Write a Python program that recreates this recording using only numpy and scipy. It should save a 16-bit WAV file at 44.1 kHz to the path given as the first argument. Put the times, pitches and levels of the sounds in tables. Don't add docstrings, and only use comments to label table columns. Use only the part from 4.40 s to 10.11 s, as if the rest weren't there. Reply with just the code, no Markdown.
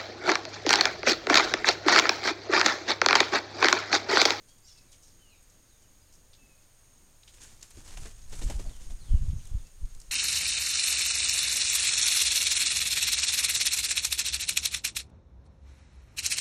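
import sys
import numpy as np
from scipy import signal
from scipy.fft import rfft, irfft, next_fast_len
from scipy.io import wavfile
from scipy.ndimage import uniform_filter1d

SR = 44100
rng = np.random.default_rng(int(sys.argv[2]) if len(sys.argv) > 2 else 0)


def pcm_store(signal):
    levels = np.round(np.clip(np.atleast_2d(signal), -1, 1) * 32767)
    wavfile.write(sys.argv[1], SR, levels.astype(np.int16).T)


def volts_from_decibels(level):
    exponent = np.asarray(level, float) / 20
    return 10 ** exponent


N = 251810


def unit(x):
    return x / np.sqrt(np.mean(x ** 2))


def shaped(x, gain):
    size = next_fast_len(len(x))
    hz = np.arange(size // 2 + 1) * SR / size + 1e-3
    return irfft(rfft(x, size) * gain(hz), size)[:len(x)]


def hump(hz, width):
    return lambda f: 1 / (1 + ((f * f - hz * hz) / (f * width)) ** 2)


def walk(rate, size=N):
    hold = max(int(SR / rate), 16)
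    levels = rng.standard_normal(size // 16 + 1)[:size // hold + 1]
    return unit(uniform_filter1d(np.repeat(levels, hold), hold)[:size])


def even(x, span):
    power = uniform_filter1d(x ** 2, int(span * SR))
    return x / np.sqrt(power + .05 * np.mean(x ** 2))


def add(out, s, x):
    i = int(s * SR)
    out[i:i + len(x)] += x[:len(out) - i]


def curve(table):
    return np.interp(np.arange(N) / SR, *np.transpose(table), left=-120)


def puff(gain, rise, length, crackle_db, size=8192):
    t = np.arange(size) / SR
    swell = (1 - np.exp(-t / rise)) * np.exp(-(t / length) ** 1.3)
    grains = rng.standard_normal(size) * volts_from_decibels(crackle_db * walk(700, size=size))
    return unit(shaped(grains, gain) * swell) * np.sqrt(np.mean(swell ** 2))


# centre_hz [Hz], width_hz [Hz], level_db [dB]
FEATHER_BANDS = [(6800, 3100, 1), (8900, 8100, -6), (3500, 4500, -2)]


def feathers(f):
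    return sum(volts_from_decibels(db) * hump(hz, width)(f) for hz, width, db in FEATHER_BANDS)


# start_s [s], swish_peak_db [dB], thump_db [dB re swish], thump_hz [Hz], swish_length_s [s]
HARD_STROKES = [
    (3.223, -36.5, -18, 334, 0.023),
    (3.304, -40, -28, 425, 0.015),
    (3.5705, -31.5, -9.5, 764, 0.018),
    (3.651, -36, -8.5, 434, 0.042),
    (3.7064, -40, -25, 323, .014),
    (3.927, -34, -6.5, 347, 0.026),
    (4.0135, -31.5, -5, 425, .028),
    (4.0961, -28.5, -3.5, 554, .026),
    (4.19, -35.5, -2.5, 315, .033),
]
SOFT_STROKES = [
    (2.9352, -33.5, -19, 455, 0.015),
    (3.0019, -37.5, -27, 428, 0.076),
    (3.1193, -36.5, -16, 616, 0.016),
    (3.3693, -36, -5, 308, .025),
    (3.4767, -36, -21, 420, .026),
    (4.2494, -42, -2.5, 690, 0.028),
    (4.2984, -41.5, -4.5, 324, 0.029),
    (4.4052, -36, -14, 473, 0.031),
    (4.4974, -33.5, -8.5, 700, .02),
]
SNAP_DB, SOFT_SNAP_DB = -8, -10.5
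SNAP_HZ = 1940
WASH_HZ, WASH_DB = 189, -4.5


def strokes(table, rise, snap_db):
    out = np.zeros(N)
    for s, db, thump_db, thump_hz, length in table:
        swish = puff(feathers, rise, length, 2.6)
        snap = puff(hump(SNAP_HZ, 2300), rise, 0.69 * length, 3)
        thump = puff(hump(thump_hz, 440), rise + 0.00065, 0.58 * length, 0.61)
        wash = puff(hump(WASH_HZ, 207), 0.0041, length, .5)
        add(out, s, volts_from_decibels(db - 13.5) * swish)
        add(out, s, volts_from_decibels(db + snap_db - 9.5) * snap)
        add(out, s, volts_from_decibels(db + thump_db - 5.5) * thump)
        add(out, s, volts_from_decibels(db + thump_db + WASH_DB - 6.0) * wash)
    return out


# time_s [s], level_db [dB]
NEARNESS = [(2.8, -82), (2.86, -65), (3.03, -59.5), (3.29, -65), (3.39, -55), (3.43, -61), (3.5, -53),
            (3.64, -53), (3.73, -61.5),
            (3.87, -64), (3.93, -52.5), (4.08, -50.5), (4.15, -56), (4.62, -61.5), (4.7, -58), (5.27, -62),
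        (5.32, -68.5), (5.5, -63)]
BODY_DB, BODY_PER_DB = -3, 0.27
GONE_S, WAKE_GRAIN = 4.56, .35


def glide():
    db = curve(NEARNESS)
    low_db = BODY_DB + BODY_PER_DB * (db + 60.5)
    near = np.where(np.arange(N) < GONE_S * SR, 1, WAKE_GRAIN)
    grain_db = near * (3.0 * walk(500) + 2.17 * walk(45))
    grains = rng.standard_normal((2, N)) * volts_from_decibels(grain_db)
    unzips = rng.random(N) < 120 / SR
    barbs = unzips * rng.standard_normal(N) * volts_from_decibels(11.5) * near
    high = unit(shaped(grains[0] + barbs, feathers))
    low = unit(shaped(grains[1], hump(520, 3200)))
    return volts_from_decibels(db - 2.0) * (high + volts_from_decibels(low_db - 2) * low)


# time_s [s], level_db [dB]
CALM = [(0, -62), (.8, -60), (1.3, -63.5), (1.75, -59.5), (2.3, -62.5), (2.9, -60.5), (3.12, -54),
        (3.3, -62)]
# peak_s [s], level_db [dB], build_s [s], fast_eddies_db [dB re level]
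GUSTS = [(3.385, -46.5, 0.038, -1), (3.62, -36.5, 0.098, -9.5), (3.93, -39.5, 0.022, -5),
         (4.08, -27.5, 0.12, -14.5), (4.18, -32, 0.044, -12), (4.28, -34.5, 0.058, -9),
         (4.511, -33.5, 0.11, -30), (4.74, -26.5, 0.038, -6), (4.84, -29.5, 0.053, -1),
         (4.93, -32.5, 0.073, 1), (5.159, -32, 0.074, -11.5), (5.44, -31, 0.034, -25),
         (5.56, -39, .06, -22.5), (5.7, -42.5, 0.035, -25)]
GUST_FALL_SHARE = 0.73


def gusts():
    t = np.arange(N) / SR
    slow = volts_from_decibels(curve(CALM))
    fast = slow * volts_from_decibels(-0.8)
    for s, db, build, fast_db in GUSTS:
        rise_or_fall = np.minimum((t - s) / build, (s - t) / (GUST_FALL_SHARE * build))
        swell = volts_from_decibels(db) * np.exp(rise_or_fall)
        slow = np.hypot(slow, swell)
        fast = np.hypot(fast, swell * volts_from_decibels(fast_db))
    return slow, fast


# centre_s [s], peak_db [dB], pitch_hz [Hz], push [1 push, -1 pull]
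EDDIES = [(4.07, -20, 31.8, -1), (4.159, -22, 45.6, -1), (4.268, -29.5, 39, -1), (4.518, -32, 34.6, 1),
          (4.718, -13, 40.3, 1), (4.732, -23.5, 60, -1), (4.738, -20.5, 128, 1), (4.75, -10.5, 59.4, 1),
          (4.774, -20.5, 25, -1), (4.817, -21, 50, 1), (4.887, -21.5, 69, -1), (4.901, -18.5, 70, -1),
          (4.934, -23, 100, -1), (4.966, -23.5, 68.5, 1), (5.119, -28, 61, -1), (5.151, -21, 75, -1),
          (5.173, -25.5, 44.5, -1), (5.435, -25, 50, 1), (5.449, -27, 48, -1)]


def draught():
    slow_gain, fast_gain = gusts()
    slow, fast = rng.standard_normal((2, N))
    out = volts_from_decibels(1.0) * slow_gain * even(shaped(slow, hump(15.3, 22.3)), 0.125)
    out += volts_from_decibels(-5.5) * fast_gain * even(shaped(fast, lambda f: hump(78, 95)(f) ** 1.69), 0.062)
    for s, peak_db, hz, push in EDDIES:
        u = 2.0 * hz * np.arange(-4096, 4096) / SR
        vortex = (1 - 3 * u ** 2) / (1 + u ** 2) ** 3
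        add(out, s - 4096 / SR, np.sign(push) * volts_from_decibels(peak_db) * vortex)
    return out


# start_s [s], rms_db [dB], centre_hz [Hz], length_s [s]
RUSTLES = [(.081, -61.5, 6400, .03), (.251, -63.5, 5440, 0.12), (.279, -59.5, 5170, .035),
           (.373, -60, 4800, .025), (.515, -57, 6400, 0.033), (.525, -62, 3180, 0.026),
           (.622, -59, 6200, 0.03), (.667, -63.5, 5470, 0.048), (1.026, -62, 9000, .015),
           (1.095, -62, 6800, .018), (1.42, -63, 6500, .013), (1.723, -60, 6300, 0.03),
           (1.929, -59, 3870, 0.025), (2.225, -66, 5000, .01), (4.902, -60.5, 3500, 0.015),
           (4.991, -65, 2800, 0.024)]
BRUSHES = [(2.876, -54, 3120, 0.015), (2.885, -60, 7000, .015), (3.033, -48.5, 6700, .01),
           (3.447, -54.5, 6960, .01), (3.6, -54, 7440, 0.032), (3.657, -54.5, 1500, 0.01),
           (3.815, -60, 5050, 0.013), (3.893, -54.5, 7500, 0.012), (3.948, -52.5, 7400, .032),
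           (3.987, -51.5, 7360, .017), (4.033, -48.5, 7000, 0.027), (4.07, -54, 7000, 0.013),
           (4.156, -53.5, 7000, 0.018)]
# start_s [s], rms_db [dB], centre_hz [Hz]
TICKS = [(.182, -61, 6500), (2.832, -54, 3560), (2.9, -62, 3500), (2.982, -59, 2200), (3.213, -54, 5000),
         (3.2256, -49, 4500), (3.234, -56, 7000), (3.304, -51, 9000), (3.315, -62, 5000), (3.46, -60, 7550),
         (4.713, -57, 6040), (5.052, -52, 6900), (5.069, -50.5, 7700), (5.455, -58, 6000),
         (5.269, -55, 6100), (5.5475, -52, 6700), (5.565, -65, 7500), (5.6, -47.5, 6840),
         (5.615, -48.5, 6500)]
# start_s [s], rms_db [dB], centre_hz [Hz]
QUILLS = [
    (3.2282, -39, 6900),
    (3.5728, -44, 2580),
    (3.66, -48, 4000),
    (3.9365, -47, 3500),
    (4.0239, -46, 3000),
    (4.1105, -43, 3000),
    (4.507, -53, 3000),
]
TICK_S, QUILL_S = 0.0049, 0.0019
LEAF_CRACKLE_DB, BRUSH_CRACKLE_DB, TICK_CRACKLE_DB = 3, 2, 5.5
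SPREAD = 0.72


def leaves(table, crackle_db):
    out = np.zeros(N)
    for s, db, hz, length in table:
        crackle = puff(hump(hz, SPREAD * hz), .13 * length, length, crackle_db)
        add(out, s, volts_from_decibels(db + 3.5) * crackle)
    return out


# start_s [s], length_s [s], start_hz [Hz], end_hz [Hz], rms_db [dB]
WHISTLES = [(.28, 0.042, 3350, 3500, -68), (.275, .024, 2940, 2760, -67), (.355, 0.065, 2750, 2480, -68),
            (.44, .07, 2470, 2250, -78), (.793, 0.046, 3110, 3045, -66), (.83, .065, 3070, 2720, -66),
            (1.42, 0.042, 3170, 2840, -72), (1.615, .018, 5070, 4800, -67), (1.665, .045, 4600, 3900, -75),
            (1.975, 0.1, 2650, 2600, -66), (2.089, .071, 2580, 2480, -68.5),
            (2.173, .022, 2590, 2540, -68.5), (5.125, .03, 3700, 2730, -68), (5.092, .02, 3680, 3000, -70),
            (5.183, .027, 3950, 3100, -68), (5.035, .042, 4810, 2750, -64), (5.25, .035, 2680, 2660, -66.5)]
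SWOOPS = [
    (.078, .054, 3090, 3295, -65),
    (.075, .05, 4320, 4600, -66.5),
    (.235, .039, 7260, 7500, -63.5),
    (.475, .04, 4520, 3740, -71),
    (.876, .145, 4900, 3700, -68.5),
    (1.252, .15, 6100, 3550, -70),
]
RASPS = [(.27, .07, 5400, 5200, -59.5), (.25, .07, 5700, 5650, -65), (.3, .06, 4900, 4700, -65),
         (.47, .11, 5000, 4750, -77), (.22, 0.072, 4600, 5000, -66), (.615, .06, 6400, 5400, -65),
         (.885, .077, 2800, 2250, -68), (3.0, 0.032, 6320, 7360, -55), (3.01, .038, 8400, 8500, -60),
         (3.02, .043, 1700, 1454, -64.5), (.87, .11, 2960, 2600, -73), (4.24, 0.044, 726, 595, -58.5),
         (4.955, .08, 6100, 6000, -62)]
RASP_SWOOPS = [
    (.235, .12, 5100, 6300, -63),
    (4.255, 0.16, 4990, 2856, -61),
    (4.58, .23, 5100, 2800, -62.5),
]
SLUR_BEND, SWOOP_BEND, RASP_BEND = 1.05, 3.3, 2.4
SWOOP_FADE_DB = -5


def birds(notes, wobble, flutter_db, bend, fade_db=0):
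    out = np.zeros(N)
    for s, length, start_hz, end_hz, db in notes:
        u = np.linspace(0, 1, int(length * SR))
        pitch = walk(300, size=12000)[:len(u)]
        level = walk(70, size=12000)[:len(u)]
        left = (1 - u) ** bend
        hz = (end_hz + (start_hz - end_hz) * left) * (1 + wobble * pitch)
        swell = np.sin(np.pi * u) ** .35 * volts_from_decibels(db + fade_db * u + flutter_db * level)
        add(out, s, swell * np.sin(2 * np.pi * np.cumsum(hz) / SR))
    return out


# pitch_hz [Hz], ring_s [s], pulse_rate_hz [pulses a second], rms_db [dB], singers [count]
INSECTS = [
    (6560, 0.036, 48.5, -71, 2),
    (6850, 0.042, 20, -90, 2),
    (6540, 0.0055, 93, -93, 2),
    (8560, 0.0028, 59, -72.5, 3),
    (9065, 0.012, 55, -73.5, 2),
]
# time_s [s], level_db [dB]
CHORUS = [(0, -72.5), (.57, -70.5), (1.14, -73), (2.81, -71.5), (3.56, -70.5), (4.07, -67), (4.2, -69),
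          (5.06, -67), (5.3, -70)]


def insects():
    out, t = 0, np.arange(N) / SR
    swell_db = curve(CHORUS)
    swell_db = swell_db - np.median(swell_db)
    for hz, ring, rate, db, singers in INSECTS:
        choir = 0
        for k in range(int(round(singers))):
            pulse_hz = rate * (1 + 0.0123 * k + 0.00894 * walk(2.48))
            beat = np.cumsum(pulse_hz) / SR + rng.random()
            gate = np.exp(0.37 * np.cos(2 * np.pi * beat)) * volts_from_decibels(2.1 * walk(5.4))
            tone = np.sin(2 * np.pi * hz * (1 + .004 * k) * t + 1.3 * walk(40))
            scrape = unit(shaped(rng.standard_normal(N), hump(hz, 3.0 / ring)))
            choir = choir + gate * (tone + scrape)
        out = out + volts_from_decibels(db + swell_db) * unit(choir)
    return out


TREES_T60_S, TREES_DB = .4, -12
FAR_T60_S, FAR_DB = .38, -3


def trunks(x, t60, db):
    t = np.arange(SR // 2) / SR
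    tail = rng.standard_normal(len(t)) * volts_from_decibels(-60 * t / t60) * (t > .006)
    tail = tail / np.sqrt(np.sum(tail ** 2))
    return x + volts_from_decibels(db) * signal.fftconvolve(x, tail)[:N]


# pitch_hz [Hz], density_db [dB per Hz]
HUSH_SPECTRUM = [(65, -21), (110, -4.5), (303, -9), (414, -11.5), (565, -11.5), (724, -15), (3020, -19),
                 (5870, -18.5), (6640, -9), (7370, -18), (8880, -22.5), (15500, -26.5)]
HUSH_DB = -64


def wood():
    hz, db = np.transpose(HUSH_SPECTRUM)
    spectrum = lambda f: volts_from_decibels(np.interp(np.log(f), np.log(hz), db))
    hush = volts_from_decibels(HUSH_DB) * unit(shaped(rng.standard_normal(N), spectrum))
    bass = shaped(hush, lambda f: 1 / (1 + (f / 400) ** 4))
    return hush + bass * (volts_from_decibels(2.9 * walk(15)) - 1)


BUZZ_HZ, BUZZ_BAND_HZ, BUZZ_DB = 94.5, 13200, -78


def buzz():
    gate = np.exp(1.9 * np.cos(2 * np.pi * BUZZ_HZ * np.arange(N) / SR))
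    hiss = shaped(rng.standard_normal(N), hump(BUZZ_BAND_HZ, 5000))
    return volts_from_decibels(BUZZ_DB) * unit(gate * hiss)


AIR_HZ = 10650


def scene():
    wings = strokes(HARD_STROKES, .0022, SNAP_DB) + strokes(SOFT_STROKES, 0.012, SOFT_SNAP_DB) + glide()
    wings += leaves([(*row, QUILL_S) for row in QUILLS], 1.5)
    twigs = leaves([(*row, TICK_S) for row in TICKS], TICK_CRACKLE_DB)
    litter = leaves(RUSTLES, LEAF_CRACKLE_DB) + leaves(BRUSHES, BRUSH_CRACKLE_DB) + twigs
    near = shaped(wings + litter, lambda f: 1 / np.sqrt(1 + (f / AIR_HZ) ** 8))
    clear = birds(WHISTLES, .005, 1.6, SLUR_BEND) + birds(SWOOPS, .007, 1.6, SWOOP_BEND, SWOOP_FADE_DB)
    hoarse = birds(RASPS, .018, 2.5, SLUR_BEND) + birds(RASP_SWOOPS, .032, 2.5, RASP_BEND, SWOOP_FADE_DB)
    steady = insects() + draught() + wood() + buzz()
    mix = trunks(near, TREES_T60_S, TREES_DB) + trunks(clear + hoarse, FAR_T60_S, FAR_DB) + steady
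    return mix[None]


def roll_off(x):
    return signal.sosfilt(signal.butter(12, 15680, fs=SR, output="sos"), x)


def record(dry):
    return roll_off(dry)


dry = scene()
out = record(dry)
pcm_store(out)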